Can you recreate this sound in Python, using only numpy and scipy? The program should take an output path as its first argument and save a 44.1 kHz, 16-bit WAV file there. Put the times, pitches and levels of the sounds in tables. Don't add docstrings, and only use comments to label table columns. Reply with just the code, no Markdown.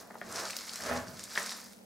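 import sys
import numpy as np
from scipy import signal
from scipy.fft import rfft, irfft, next_fast_len
from scipy.io import wavfile

SR = 44100
rng = np.random.default_rng(int(sys.argv[2]) if len(sys.argv) > 2 else 0)


def transcribe(u):
    v = np.clip(np.atleast_2d(u).T, -1, 1)
    q = np.round(v * 32767).astype(np.int16)
    wavfile.write(sys.argv[1], SR, q)


N = 81585
TIME = np.arange(N) / SR
SHRED_ROOM_DB, SNAP_ROOM_DB, BOWL_ROOM_DB = -9, -5, -6

# time in seconds, level in dB.
STIRRING = [(0, -48.5), (.056, -63.5), (.13, -64.5), (.22, -60.5), (.29, -51.5), (.335, -45.5), (.39, -44),
            (.45, -41.5), (.54, -46), (.62, -46), (.76, -45.5), (.85, -44), (.94, -43), (1.055, -54.5),
            (1.085, -50), (1.125, -57.5), (1.2, -47), (1.27, -54.5), (1.33, -43), (1.38, -42.5),
            (1.52, -43), (1.68, -53.5), (1.74, -61.5), (1.8, -68), (1.85, -71)]
# frequency in Hz, side against mid in dB.
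SHRED_WIDTH = [(300, -13), (2500, -20), (5500, -17.5), (8500, -12.5), (11000, -2), (15000, -7)]
# frequency in Hz, side against mid in dB.
BOWL_WIDTH = [(60, -17), (200, -26), (600, -19), (1500, -13.5), (3000, -8.5)]


def from_db(db):
    return 10 ** (np.asarray(db) / 20)


def rms_one(x):
    return x / np.sqrt(np.mean(x ** 2) + 1e-20)


def colour(x, points):
    size = 2 * next_fast_len(N)
    bins_hz = np.arange(size // 2 + 1) * SR / size
    hz, db = np.transpose(points)
    gain = from_db(np.interp(np.log(bins_hz + 1), np.log(hz), db))
    cepstrum = irfft(np.log(gain))
    cepstrum[1:size // 2] *= 2
    cepstrum[size // 2 + 1:] = 0
    return irfft(rfft(x, size) * np.exp(rfft(cepstrum)))[..., :N]


def drift(hz):
    step, settle = 40, 2000
    pole = np.exp(-2 * np.pi * hz * step / SR)
    draws = rng.standard_normal(N // step + settle + 2)
    slow = signal.lfilter([1], [1, -2 * pole, pole * pole], draws)[settle:]
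    return np.interp(np.arange(N) / step, np.arange(len(slow)), rms_one(slow))


def ring(x, hz, t60):
    radius, angle = np.exp(-np.log(1000) / (t60 * SR)), 2 * np.pi * hz / SR
    return signal.lfilter([0, np.sin(angle)], [1, -2 * radius * np.cos(angle), radius ** 2], x + 1e-18)


def band(x, hz, q):
    return signal.lfilter(*signal.iirpeak(min(hz, SR / 3), max(q, 1), fs=SR), x + 1e-18)


def stereo(mid, side, width):
    return mid + colour(side, width) * np.array([[1], [-1]])


def noise(spectrum, width):
    mid, side = rng.standard_normal((2, N))
    return rms_one(colour(stereo(mid, side, width), spectrum))


def grains(per_s, spread_db):
    sizes = from_db(spread_db * np.minimum(rng.exponential(1, N), 4.5))
    return sizes * rng.choice([-1, 1], N) * (rng.random(N) < per_s / SR)


def swell(peak_s, db, rise, hold, fall):
    before, after = np.maximum(peak_s - TIME, 0), np.maximum(TIME - peak_s - hold, 0)
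    return from_db(db - rise * before - fall * after)


def kitchen(x, wet_db):
    t60_s, gap_s, width = 0.21, 0.0024, 0.31
    mid, side = rng.standard_normal((2, SR // 2))
    t = TIME[:SR // 2]
    tail = (mid + width * side * np.array([[1], [-1]])) * np.exp(-np.log(1000) * t / t60_s) * (t > gap_s)
    tail /= np.sqrt(np.sum(tail ** 2) / 2)
    return x + from_db(wet_db) * signal.fftconvolve(np.atleast_2d(x), tail, axes=1)[:, :N]


def room_tone():
    # frequency in Hz, relative density in dB.
    spectrum = [(25, -23), (50, -9), (130, -7), (220, 2.5), (350, -4), (550, 0.5), (1200, -14.5),
                (2700, -22), (8000, -20), (16000, -25)]
    # frequency in Hz, side against mid in dB.
    width = [(30, -5), (100, -7), (250, -7), (450, -1), (3000, 4.5), (6000, -1), (15000, -13)]
    return from_db(-57.5) * noise(spectrum, width)


def appliance_hum():
    # frequency in Hz, mean level in dB.
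    tones = [(194.5, -64.5), (231.3, -63)]
    waver_db, lag_turns = 3.26, -0.074 * np.array([[.5], [-.5]])
    hum = 0
    for hz, db in tones:
        height = np.sqrt(2) * from_db(db + waver_db * drift(hz=6.3))
        hum = hum + height * np.sin(2 * np.pi * (hz * TIME + rng.random() + lag_turns))
    return hum


def thuds():
    # peak time in seconds, level in dB, rise in dB per second,
    # hold in seconds, fall in dB per second.
    presses = [(0.127, -67.5, 700, .025, 250), (0.277, -60, 403, 0.074, 51), (0.83, -62.5, 700, 0.025, 105),
               (0.982, -48.5, 125, 0.028, 450), (1.087, -48.5, 700, 0.051, 139)]
    # frequency in Hz, relative density in dB.
    spectrum = [(35, -44), (65, -21), (98, -2), (135, -9), (200, -11), (310, -14), (600, -39.5)]
    return sum(swell(*press) for press in presses) * noise(spectrum, BOWL_WIDTH)


def judder():
    # time in seconds, level in dB.
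    levels = [(.8, -81), (.83, -52.5), (.875, -55), (.915, -38.5), (.965, -40), (1.005, -44), (1.04, -58),
              (1.09, -57), (1.2, -80)]
    # frequency in Hz, relative level in dB, t60 in seconds.
    counter_modes = [(167, -8.5, 0.14), (246, 0.5, 0.15), (486, -3, 0.096), (576, -2, 0.11),
                     (642, 2.5, 0.06), (808, 0.5, 0.064), (1630, -22, 0.045)]
    slip_hz, jitter, uneven_db = 82.1, 0.0196, 0.9
    turns = np.cumsum(slip_hz * (1 + jitter * drift(hz=27.4))) / SR
    slips = np.diff(np.floor(turns), prepend=0) * from_db(uneven_db * drift(hz=64))
    shaken = rms_one(sum(from_db(db) * ring(slips, hz, t60) for hz, db, t60 in counter_modes))
    return from_db(np.interp(TIME, *np.transpose(levels))) * shaken


def knocks():
    # start in seconds, clack level in dB, pitch in Hz, ring against clack in dB.
    hits = [(0.1037, -39, 940, -1), (.1075, -43.5, 1890, 14.5), (0.1422, -44.5, 1520, 12),
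            (0.1549, -32, 900, -1), (0.2145, -30, 1846, 6.5), (.803, -35.5, 1710, 4.5),
            (1.3591, -25.5, 1710, -19), (1.3757, -15.5, 1840, -7)]
    # multiple of its pitch, relative level in dB, t60 in seconds.
    contact_tones = [(.72, -13.5, 0.025), (1, 6, 0.0091), (1.75, -12, 0.013)]
    # frequency in Hz, relative level in dB, t60 in seconds.
    bowl_modes = [(192.5, -20, 0.2), (393, -23.5, 0.077), (591, -16.5, 0.038), (737, -16, 0.064),
                  (1216, -21.5, .06), (1440, -16, 0.032), (1804, -26, .07), (1950, -23.5, 0.045),
                  (2034, -23.5, 0.03), (3330, -45, 0.013)]
    rise_s, lowest_hz, pan_db = 0.00024, 147, 2.1
    clacks, blows = np.zeros(N), np.zeros(N)
    t = TIME[:SR // 20]
    for start_s, db, hz, body_db in hits:
        clack = sum(from_db(level) * np.sin(2 * np.pi * hz * ratio * t) * np.exp(-np.log(1000) * t / t60)
                    for ratio, level, t60 in contact_tones)
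        clack *= 1 - np.exp(-t / rise_s)
        start = int(start_s * SR)
        clacks[start:start + len(t)] += from_db(db) * clack / np.abs(clack).max()
        blows[start] = from_db(db + body_db)
    body = sum((-1) ** k * from_db(db) * ring(blows, hz, t60)
               for k, (hz, db, t60) in enumerate(bowl_modes))
    low_cut = signal.butter(2, lowest_hz, "high", fs=SR, output="sos")
    return signal.sosfilt(low_cut, clacks + body) * from_db(pan_db * np.array([[.5], [-.5]]))


def rubbing():
    # peak time in seconds, level in dB, rise in dB per
    # second, hold in seconds, fall in dB per second, bass tilt in dB per octave, added width in dB.
    pushes = [(0, -53, 100, 0.011, 77, 4.5, 3), (0.247, -52.5, 900, .01, 90, 6, 7),
              (0.361, -42, 130, 0.081, 159, 1, -6.5), (0.901, -34.5, 166, 0.025, 128, 0.5, 4.5),
              (1.085, -54.5, 500, 0.016, 69, 4.5, 3), (1.374, -43, 400, 0.02, 108, -1.5, 3.5)]
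    # frequency in Hz, relative density in dB.
    spectrum = [(50, -33), (120, -20.5), (170, -12), (300, -12), (410, -2.5), (620, 1.5), (850, -4),
                (1150, -0.5), (1800, -3), (2300, -13), (2900, -14), (5000, -32)]
    out = 0
    for peak_s, db, rise, hold, fall, tilt_db, width_db in pushes:
        mid, side = (grains(per_s=2200, spread_db=1.9) for _ in range(2))
        slips = stereo(mid, from_db(width_db) * side, BOWL_WIDTH)
        tilted = [(hz, level - tilt_db * np.log2(hz / spectrum[0][0])) for hz, level in spectrum]
        out = out + swell(peak_s, db, rise, hold, fall) * rms_one(colour(slips, tilted))
    return out


def juice():
    # frequency in Hz, relative density in dB.
    spectrum = [(2000, -28), (6000, -8), (9000, -3.5), (12500, 0), (16000, -7.5)]
    loudest_db, follows_stirring, tick_s = -56, 0.56, 0.00046
    stir_db = np.interp(TIME, *np.transpose(STIRRING))
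    partings = np.abs(grains(per_s=300, spread_db=3))
    bursts = signal.lfilter([1], [1, -np.exp(-1 / (tick_s * SR))], partings + 1e-18)
    ticks = rms_one(bursts * noise(spectrum, SHRED_WIDTH))
    gain = from_db(loudest_db + follows_stirring * (stir_db - stir_db.max()))
    return kitchen(gain * ticks, SHRED_ROOM_DB)


def snaps():
    # start in seconds, relative peak in dB, pitch in Hz, length in seconds.
    breaks = [(.119, -49, 13000, .001), (.146, -43, 13200, .001), (0.184, -45.5, 5130, 0.0024),
              (0.3243, -28, 7100, 0.003), (0.4535, -24.5, 5050, 0.003), (0.489, -28.5, 5300, 0.0017),
              (0.5004, -32, 2530, 0.0038), (.5064, -23, 5400, 0.0012), (0.5314, -29.5, 2370, 0.0024),
              (.566, -20.5, 5030, 0.0023), (.5662, -24, 12100, 0.0025), (0.5877, -25, 4900, 0.0013),
              (.6935, -26.5, 4200, 0.0022), (0.742, -29, 6150, 0.0017), (0.7571, -25, 6230, 0.0028),
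              (0.7597, -34, 2170, 0.0053), (0.8203, -29, 5200, 0.0045), (0.837, -27, 5240, 0.00092),
              (1.082, -35.5, 5100, 0.0026), (1.1932, -38.5, 2040, 0.0029), (1.1938, -29, 5070, 0.0018),
              (1.2387, -25.5, 8300, .0015), (1.353, -27.5, 4150, .005), (1.368, -32, 10100, 0.0016),
              (1.396, -26, 8800, .002), (1.4294, -24, 6400, 0.00084), (1.493, -25.5, 4240, .003),
              (1.506, -26, 5900, 0.0011), (1.515, -29, 4460, 0.0017), (1.725, -47.5, 10800, .012)]
    trim_db, edge, rise_s = -2, 0.096, 0.00024
    out = np.zeros(N)
    t = TIME[:SR // 20]
    for start_s, db, hz, length_s in breaks:
        envelope = np.exp(-(t / length_s) ** 2) * (1 - np.exp(-t / rise_s))
        tear = band(rng.standard_normal(len(t)) * envelope, hz, q=1)
        burst = band(tear, hz, q=1.9) + edge * tear
        start = int(start_s * SR)
        out[start:start + len(t)] += from_db(db + trim_db) * burst / np.abs(burst).max()
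    return kitchen(out, SNAP_ROOM_DB)


def shreds():
    # frequency in Hz, filter gain in dB.
    spectrum = [(60, -36), (250, -6), (500, -8), (850, -4), (1250, 0.5), (2200, -2), (3000, -9.5),
                (4000, -1.5), (5100, 1.5), (6800, -1.5), (9500, -8), (13000, -16), (16000, -26)]
    most_clicks_per_s, crackle_db, hiss_db, clump_db = 4500, -3, -5, 3
    stir_db = np.interp(TIME, *np.transpose(STIRRING))
    busy = from_db(0.5 * (stir_db - stir_db.max()))
    pitches_hz = np.geomspace(500, 14000, 16)
    shares = np.sqrt(pitches_hz) / np.sqrt(pitches_hz).sum()
    mid = side = 0
    for hz, share in zip(pitches_hz, shares):
        clicks = grains(most_clicks_per_s * share * busy, spread_db=3)
        clicks /= np.sqrt(share * busy)
        mid = mid + band(clicks, hz, q=1.9)
        side = side + band(clicks * rng.standard_normal(N), hz, q=1)
    crackle = rms_one(colour(stereo(mid, side, SHRED_WIDTH), spectrum))
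    crackle *= from_db(crackle_db + clump_db * drift(hz=27))
    hiss = from_db(hiss_db) * noise(spectrum, SHRED_WIDTH)
    return kitchen(from_db(stir_db) * (crackle + hiss), SHRED_ROOM_DB)


def scene():
    cabbage = shreds() + juice() + snaps()
    bowl = kitchen(rubbing() + knocks() + judder(), BOWL_ROOM_DB)
    return cabbage + bowl + thuds() + appliance_hum() + room_tone()


def record(dry):
    # frequency in Hz, left minus right in dB.
    balance = [(120, 1.7), (350, -2.3), (700, -0.9), (1400, 0), (2500, 0.2), (5500, 0.5), (9500, -2.5),
               (14000, 3.5)]
    cutoff_hz = 15700
    left = colour(dry[0], [(hz, db / 2) for hz, db in balance])
    right = colour(dry[1], [(hz, -db / 2) for hz, db in balance])
    high_cut = signal.ellip(10, .1, 80, cutoff_hz, fs=SR, output="sos")
    return signal.sosfilt(high_cut, np.array([left, right]))


dry = scene()
out = record(dry)
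transcribe(out)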